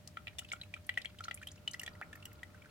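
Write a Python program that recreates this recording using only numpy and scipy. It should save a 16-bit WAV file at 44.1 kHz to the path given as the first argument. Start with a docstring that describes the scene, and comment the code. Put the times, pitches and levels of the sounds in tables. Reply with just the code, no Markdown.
"""Water dripping in a hollow stump

Drops fall on wet wood and moss close to a stereo microphone. Each impact excites the damped modes of
the wood, throws a fizz of spray and traps a bubble that resonates; one drop plops into a puddle with
rising pitch. Faint droplets trickle between them in the small enclosure, over a low rumble, a faint
hiss, a machine hum and a far rush."""
import sys
import numpy as np
from scipy import signal
from scipy.fft import rfft, irfft, next_fast_len
from scipy.io import wavfile
from scipy.ndimage import uniform_filter1d, map_coordinates

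SR = 44100
rng = np.random.default_rng(int(sys.argv[2]) if len(sys.argv) > 2 else 0)


def unload_wav(signal):
    """Save mono or channel-first audio to the path in sys.argv[1] as 16-bit WAV at rate SR, clipped to [-1, 1]."""
    wavfile.write(
        sys.argv[1],
        SR,
        np.round(np.clip(np.atleast_2d(signal).T, -1, 1) * 32767).astype(np.int16),
    )


N = 119070
SCENE_T, EVENT_T = np.arange(N) / SR, np.arange(2048) / SR  # time axes, t/s
IMPACT_ATTACK_S, TRICKLE_HZ, THUD_HZ = .0003, 2520, 750

# main drops: t/s, bubble f/Hz, bubble level/dB, knock level/dB, spray level/dB, left minus right/dB
DROPS = [(0.0746, 5340, -56, -60, -47, 2.5), (0.1706, 1358, -38, -44, -65.5, 3.5),
         (0.2706, 2540, -42, -44.5, -70, -1), (0.2795, 1960, -60, -41, -68, 1),
         (0.385, 3554, -40, -47.5, -44, 0), (0.391, 2956, -39.5, -43.5, -42.5, 2.5),
         (0.5174, 2200, -38, -39.5, -57.5, 1.5), (0.5333, 1404, -36.5, -45, -55, -0.5),
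         (0.6132, 3920, -41, -56, -61, 4), (0.7391, 2400, -38.5, -44.5, -55.5, 0.5),
         (0.892, 1951, -28, -33, -51.5, 1.5), (0.9742, 1928, -28.5, -37.5, -51, 3.5),
         (1.0556, 3260, -39.5, -40, -57.5, 5.5), (1.206, 1356, -40.5, -56, -58, 1),
         (1.2388, 4300, -44, -50.5, -53, 0.5), (1.282, 1360, -36.5, -46, -62, 1),
         (1.3105, 1960, -37.5, -40, -59, 3.5), (1.4706, 3135, -41, -57, -54, 0.5),
         (1.6764, 2993, -31, -44.5, -46, 1), (1.734, 5040, -45, -56, -53, 1),
         (1.7951, 2846, -39, -68, -44, 1), (1.8326, 1860, -42, -52, -46, 0.5),
         (1.8624, 3366, -43.5, -48, -50.5, 0), (1.8769, 1850, -39.5, -42.5, -66, 0),
         (2.1293, 1770, -45.5, -53, -58.5, 2), (2.2543, 2870, -44.5, -54, -49.5, 0),
         (2.4313, 1944, -41.5, -49, -57, 2)]
# small droplets, from low plips to fine splashes: t/s, f/Hz, level/dB
SMALL_DROPLETS = [(0.4187, 1395, -55), (0.446, 2630, -50), (0.4877, 3030, -53), (0.4983, 3600, -54.5),
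                  (0.5246, 7180, -43.5), (0.6336, 2600, -51), (0.7638, 1344, -51), (0.8653, 9850, -55.5),
                  (0.939, 2880, -51.5), (0.981, 2550, -40.5), (1.0162, 3750, -47.5), (1.0467, 2180, -42),
                  (1.1866, 3090, -49), (1.186, 3980, -55), (1.244, 5640, -47.5), (1.2532, 1400, -48.5),
                  (1.3428, 10230, -41.5), (1.3738, 2300, -50), (1.415, 1490, -50.5), (1.4263, 1810, -47.5),
                  (1.43, 2430, -47.5), (1.47, 10370, -50), (1.485, 3330, -49), (1.5154, 6830, -51.5),
                  (1.711, 7540, -47), (1.7423, 1970, -38), (1.8137, 2020, -46.5), (1.815, 12800, -52.5),
                  (1.951, 1950, -56), (2.1532, 1810, -50), (2.155, 13400, -56.5), (2.225, 2750, -51),
                  (2.253, 13900, -49), (2.3299, 14300, -54.5), (2.5456, 1510, -54.5), (2.62, 2330, -55),
                  (2.6572, 1510, -55)]


def amp(db):
    """Amplitude ratio of a level in decibels."""
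    return 10 ** (np.asarray(db) / 20)


def unit_rms(x):
    """Normalisation to an rms of 1."""
    return x / np.sqrt(np.mean(x ** 2) + 1e-20)


def equal_energy(x):
    """Normalisation of a transient to the energy of 200 samples at an rms of 1."""
    return x / np.sqrt(np.mean(np.sum(x ** 2, axis=-1)) / 200 + 1e-20)


def curve_at(points, hz):
    """Interpolation of (f/Hz, value) points on a logarithmic frequency axis."""
    f, value = np.transpose(points)
    return np.interp(np.log(hz + 1), np.log(f + 1), value)


def wobble(knots_per_s):
    """Smooth random modulation: a spline through Gaussian values."""
    return map_coordinates(rng.standard_normal(2048), [SCENE_T * knots_per_s], mode="mirror")


def filtered(x, response):
    """Linear filtering: the spectrum is multiplied by a frequency response."""
    n = x.shape[-1]
    padded = next_fast_len(2 * n)
    return irfft(rfft(x, padded) * response(np.fft.rfftfreq(padded, 1 / SR)), padded)[..., :n]


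def add(track, onset_s, sound):
    """Superposition of a transient on a stereo track."""
    start = max(round(onset_s * SR), 0)
    if start < N:
        track[:, start:start + len(EVENT_T)] += sound[:, :N - start]


def envelope(t60_s, hold_s=0, attack_s=IMPACT_ATTACK_S):
    """Exponential damping: after onset and hold, the level falls 60 dB in t60_s."""
    decay = np.exp(-np.log(1000) * np.maximum(EVENT_T - hold_s, 0) / t60_s)
    return (1 - np.exp(-EVENT_T / attack_s)) * decay


def stereo_tone(hz, phase):
    """Path difference: a sine reaches the two microphones out of phase, each time from a new place."""
    # phase between the microphones: f/Hz, lead of the left/rad
    phase_lead = [(700, .4), (1380, -1.25), (1950, -.5), (2300, -1.85), (3000, -1.1), (6000, -1.2)]
    delay_s = .00004 * rng.standard_normal()
    lead = curve_at(phase_lead, hz) + 2 * np.pi * hz * delay_s
    return np.sin(phase + np.array([[.5], [-.5]]) * lead)


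def panned(x, pan_db):
    """A level difference between left and right at constant total power."""
    return x * unit_rms(amp(np.array([[.5], [-.5]]) * pan_db))


def ambient_noise(spectrum):
    """Partly coherent noise: the two channels are most alike at long wavelengths."""
    # likeness of left and right: f/Hz, correlation coefficient
    coherence = [(60, 0.97), (300, 0.65), (4000, 0.022)]

    def mid_side_gains(f):
        angle = np.arccos(np.clip(curve_at(coherence, f), -1, 1)) / 2
        return amp(curve_at(spectrum, f)) * [np.cos(angle), np.sin(angle)]

    mid, side = filtered(rng.standard_normal((2, N)), mid_side_gains)
    return unit_rms(np.array([mid + side, mid - side]))


def machine_hum():
    """Three low partials with slight random amplitude and phase modulation."""
    # partials: f/Hz, rms level/dB
    partials = [(97, -66.5), (300, -77.5), (600, -71.5)]
    hum = np.zeros(N)
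    for hz, db in partials:
        peak = np.sqrt(2) * amp(db + wobble(9.98))  # sways by about 1 dB
        drift_rad = .33 * wobble(17)
        hum += peak * np.sin(2 * np.pi * hz * SCENE_T + drift_rad)
    return hum


def far_rush():
    """Faint noise with a narrow spectral peak swells in the second half, then eases."""
    # spectral density: f/Hz, relative level/dB
    spectrum = [(350, 7.5), (750, 1.5), (1200, 2), (1420, 13), (1900, -57)]
    # swell: t/s, rms level/dB
    swell = [(1.0, -90), (1.9, -61), (2.7, -67.5)]
    return amp(np.interp(SCENE_T, *np.transpose(swell))) * ambient_noise(spectrum)


def rumble_and_hiss():
    """Stationary noise in two bands, one low and one broad and faint."""
    # spectral densities: f/Hz, relative level/dB
    rumble = [(22, -24), (42, -20), (62, -1), (95, 5.5), (120, -4), (180, -1.5), (280, -13.5), (700, -20.5),
              (1200, -35.5)]
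    hiss = [(500, 7), (1200, 4), (1900, 6.5), (4200, 1), (16000, -14.5)]
    return amp(-58.5) * ambient_noise(rumble) + amp(-68) * ambient_noise(hiss)


def reverberation(x):
    """Wall reflections: convolution with a noise tail that decays most slowly in the bass."""
    # reverberation time of the enclosure: f/Hz, T60/s
    decay_times = [(300, 0.61), (1900, 0.15), (4000, 0.13), (12000, 0.13)]
    delay_s = .00047
    hz, t, noise = signal.stft(rng.standard_normal((2, SR // 2)), SR, nperseg=256)
    decay = np.exp(-np.log(1000) * t / curve_at(decay_times, hz)[:, None])
    tail = signal.istft(noise * decay, SR, nperseg=256)[1]
    tail *= np.clip(np.arange(tail.shape[1]) / SR / delay_s - 1, 0, 1)  # silent, then fades in
    return signal.fftconvolve(x, tail / np.linalg.norm(tail[0]), axes=1)[:, :N]


def noise_burst(spectrum, hold_s):
    """Damped noise, made grainy by amplitude modulation and coloured by a random spectral tilt."""
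    grain_db = 4 * unit_rms(uniform_filter1d(rng.standard_normal(len(EVENT_T)), size=20))
    noise = rng.standard_normal((2, len(EVENT_T))) * amp(grain_db) * envelope(.024, hold_s)
    tilt_db_per_octave = 3.5 * rng.standard_normal()

    def colour(f):
        octaves = np.log2(np.maximum(f, spectrum[0][0]))
        return amp(curve_at(spectrum, f) + tilt_db_per_octave * octaves)

    return equal_energy(filtered(noise, colour))


def spray():
    """Fine spray thrown by an impact radiates a brief high-frequency fizz."""
    # spectral density: f/Hz, relative level/dB
    spectrum = [(2000, -28), (4500, 14.5), (8000, 18.5), (16000, 1)]
    return noise_burst(spectrum, hold_s=.0025)


def splash(hz, count=9):
    """Micro-bubbles resonate in quick succession; later ones tend to be smaller, hence higher."""
    log_spread, log_rise, span_s = .15, .25, .006
    progress = (np.arange(count) + rng.random(count)) / count
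    pitches = hz * np.exp(log_spread * rng.standard_normal(count) + log_rise * (progress - .5))
    decay = envelope(t60_s=.0078)
    cluster = 0
    for f, onset_s in zip(pitches, span_s * progress):
        age = EVENT_T - onset_s
        cluster += stereo_tone(f, 2 * np.pi * f * age) * np.interp(age, EVENT_T, decay)
    return equal_energy(cluster)


def trickle():
    """Water falls back: two faint splashes follow each drop and droplet at exponential random lags."""
    mean_lag_s, log_spread = .05, .405
    out = np.zeros((2, N))
    impacts = np.repeat([row[0] for row in DROPS + SMALL_DROPLETS], 2)
    onsets = impacts + mean_lag_s * rng.exponential(size=len(impacts))
    for onset_s, (pitch_draw, level_draw) in zip(onsets, rng.standard_normal((len(onsets), 2))):
        hz = TRICKLE_HZ * np.exp(log_spread * pitch_draw)
        add(out, onset_s, amp(-64.5 + 3 * level_draw) * splash(hz, count=4))
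    return out


def bubble(hz):
    """Trapped air resonates, rising slightly in pitch; the finer the bubble, the more splash is heard."""
    hold_s, relative_rise_per_s, equal_splash_hz = .0035, 3, 5400
    phase = 2 * np.pi * hz * (EVENT_T + relative_rise_per_s * EVENT_T * (EVENT_T / 2 - hold_s))
    ring = equal_energy(stereo_tone(hz, phase) * envelope(.02, hold_s, attack_s=.0005))
    return equal_energy(ring + (hz / equal_splash_hz) ** 2 * splash(hz))


def droplets():
    """Bubble resonance makes low droplets plip; fine ones are mostly splash with a trace of spray."""
    crossover_hz = 3300
    out = np.zeros((2, N))
    for onset_s, hz, db in SMALL_DROPLETS:
        spatter = splash(hz) + amp(-9.5) * spray()
        add(out, onset_s, amp(db) * equal_energy(bubble(hz) + hz / crossover_hz * spatter))
    return out


def thud():
    """The push of a drop's weight: a heavily damped oscillation, a few cycles long."""
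    return equal_energy(stereo_tone(THUD_HZ, 2 * np.pi * THUD_HZ * EVENT_T) * envelope(t60_s=.011))


def plop():
    """A drop thuds into the puddle; its gurgling bubble resonates higher as it nears the surface."""
    # path of the fading bubble: t/s, f/Hz, rms level/dB
    glide = [(2.014, 1150, -39.5), (2.015, 1370, -44), (2.0204, 1450, -46), (2.023, 2030, -43.5),
             (2.036, 2115, -52)]
    log_warble, flutter_db, knots_per_s = .07, 3, 500
    times, pitches, levels = np.transpose(glide)
    hz = np.interp(SCENE_T, times, pitches) * np.exp(log_warble * wobble(knots_per_s))
    db = np.interp(SCENE_T, times, levels) + flutter_db * wobble(knots_per_s)
    sounding = (SCENE_T > times[0]) & (SCENE_T < times[-1])
    out = np.sqrt(2) * amp(db) * sounding * stereo_tone(hz, 2 * np.pi * np.cumsum(hz) / SR)
    add(out, times[0], amp(-50.5) * (thud() + .5 * splash(TRICKLE_HZ)))
    return out


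def knock():
    """Impact excitation: the damped modes of wet wood ring under the splat of the drop."""
    # modes of the hollow wood: f/Hz, relative level/dB
    modes = [(730, -13), (1380, -8.5), (1950, 3), (2360, 3), (2850, 1.5), (3260, -12)]
    # spectral density of the splat: f/Hz, relative level/dB
    splat = [(1100, -23), (2000, -15), (3200, 16), (4800, -6), (7000, -17)]
    t60_s, hold_s, scatter_db = .023, .0015, 3
    ring = 0
    for hz, db in modes:
        gain = amp(db + scatter_db * rng.standard_normal())
        ring += gain * stereo_tone(hz, 2 * np.pi * (hz * EVENT_T + rng.random()))
    ring = equal_energy(ring * envelope(t60_s, hold_s))
    return equal_energy(ring + amp(-3) * noise_burst(splat, hold_s))


def drips():
    """Each impact superposes bubble, knock and spray; big drops, with low bubbles, thud more."""
    out = np.zeros((2, N))
    for onset_s, hz, bubble_db, knock_db, spray_db, pan_db in DROPS:
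        body = bubble(hz) + amp(-13) * THUD_HZ / hz * thud()
        drop = amp(bubble_db) * body + amp(knock_db) * knock() + amp(spray_db) * spray()
        add(out, onset_s, panned(drop, pan_db))
    return out


def scene():
    """Superposition of the water's direct sound, its weak reverberation and the background."""
    water = drips() + droplets() + plop() + trickle()
    return water + amp(-12) * reverberation(water) + machine_hum() + far_rush() + rumble_and_hiss()


def record(dry):
    """Band limiting: an ideal low-pass filter removes the highest treble."""
    return filtered(dry, lambda hz: hz < 16100)


dry = scene()
out = record(dry)
unload_wav(out)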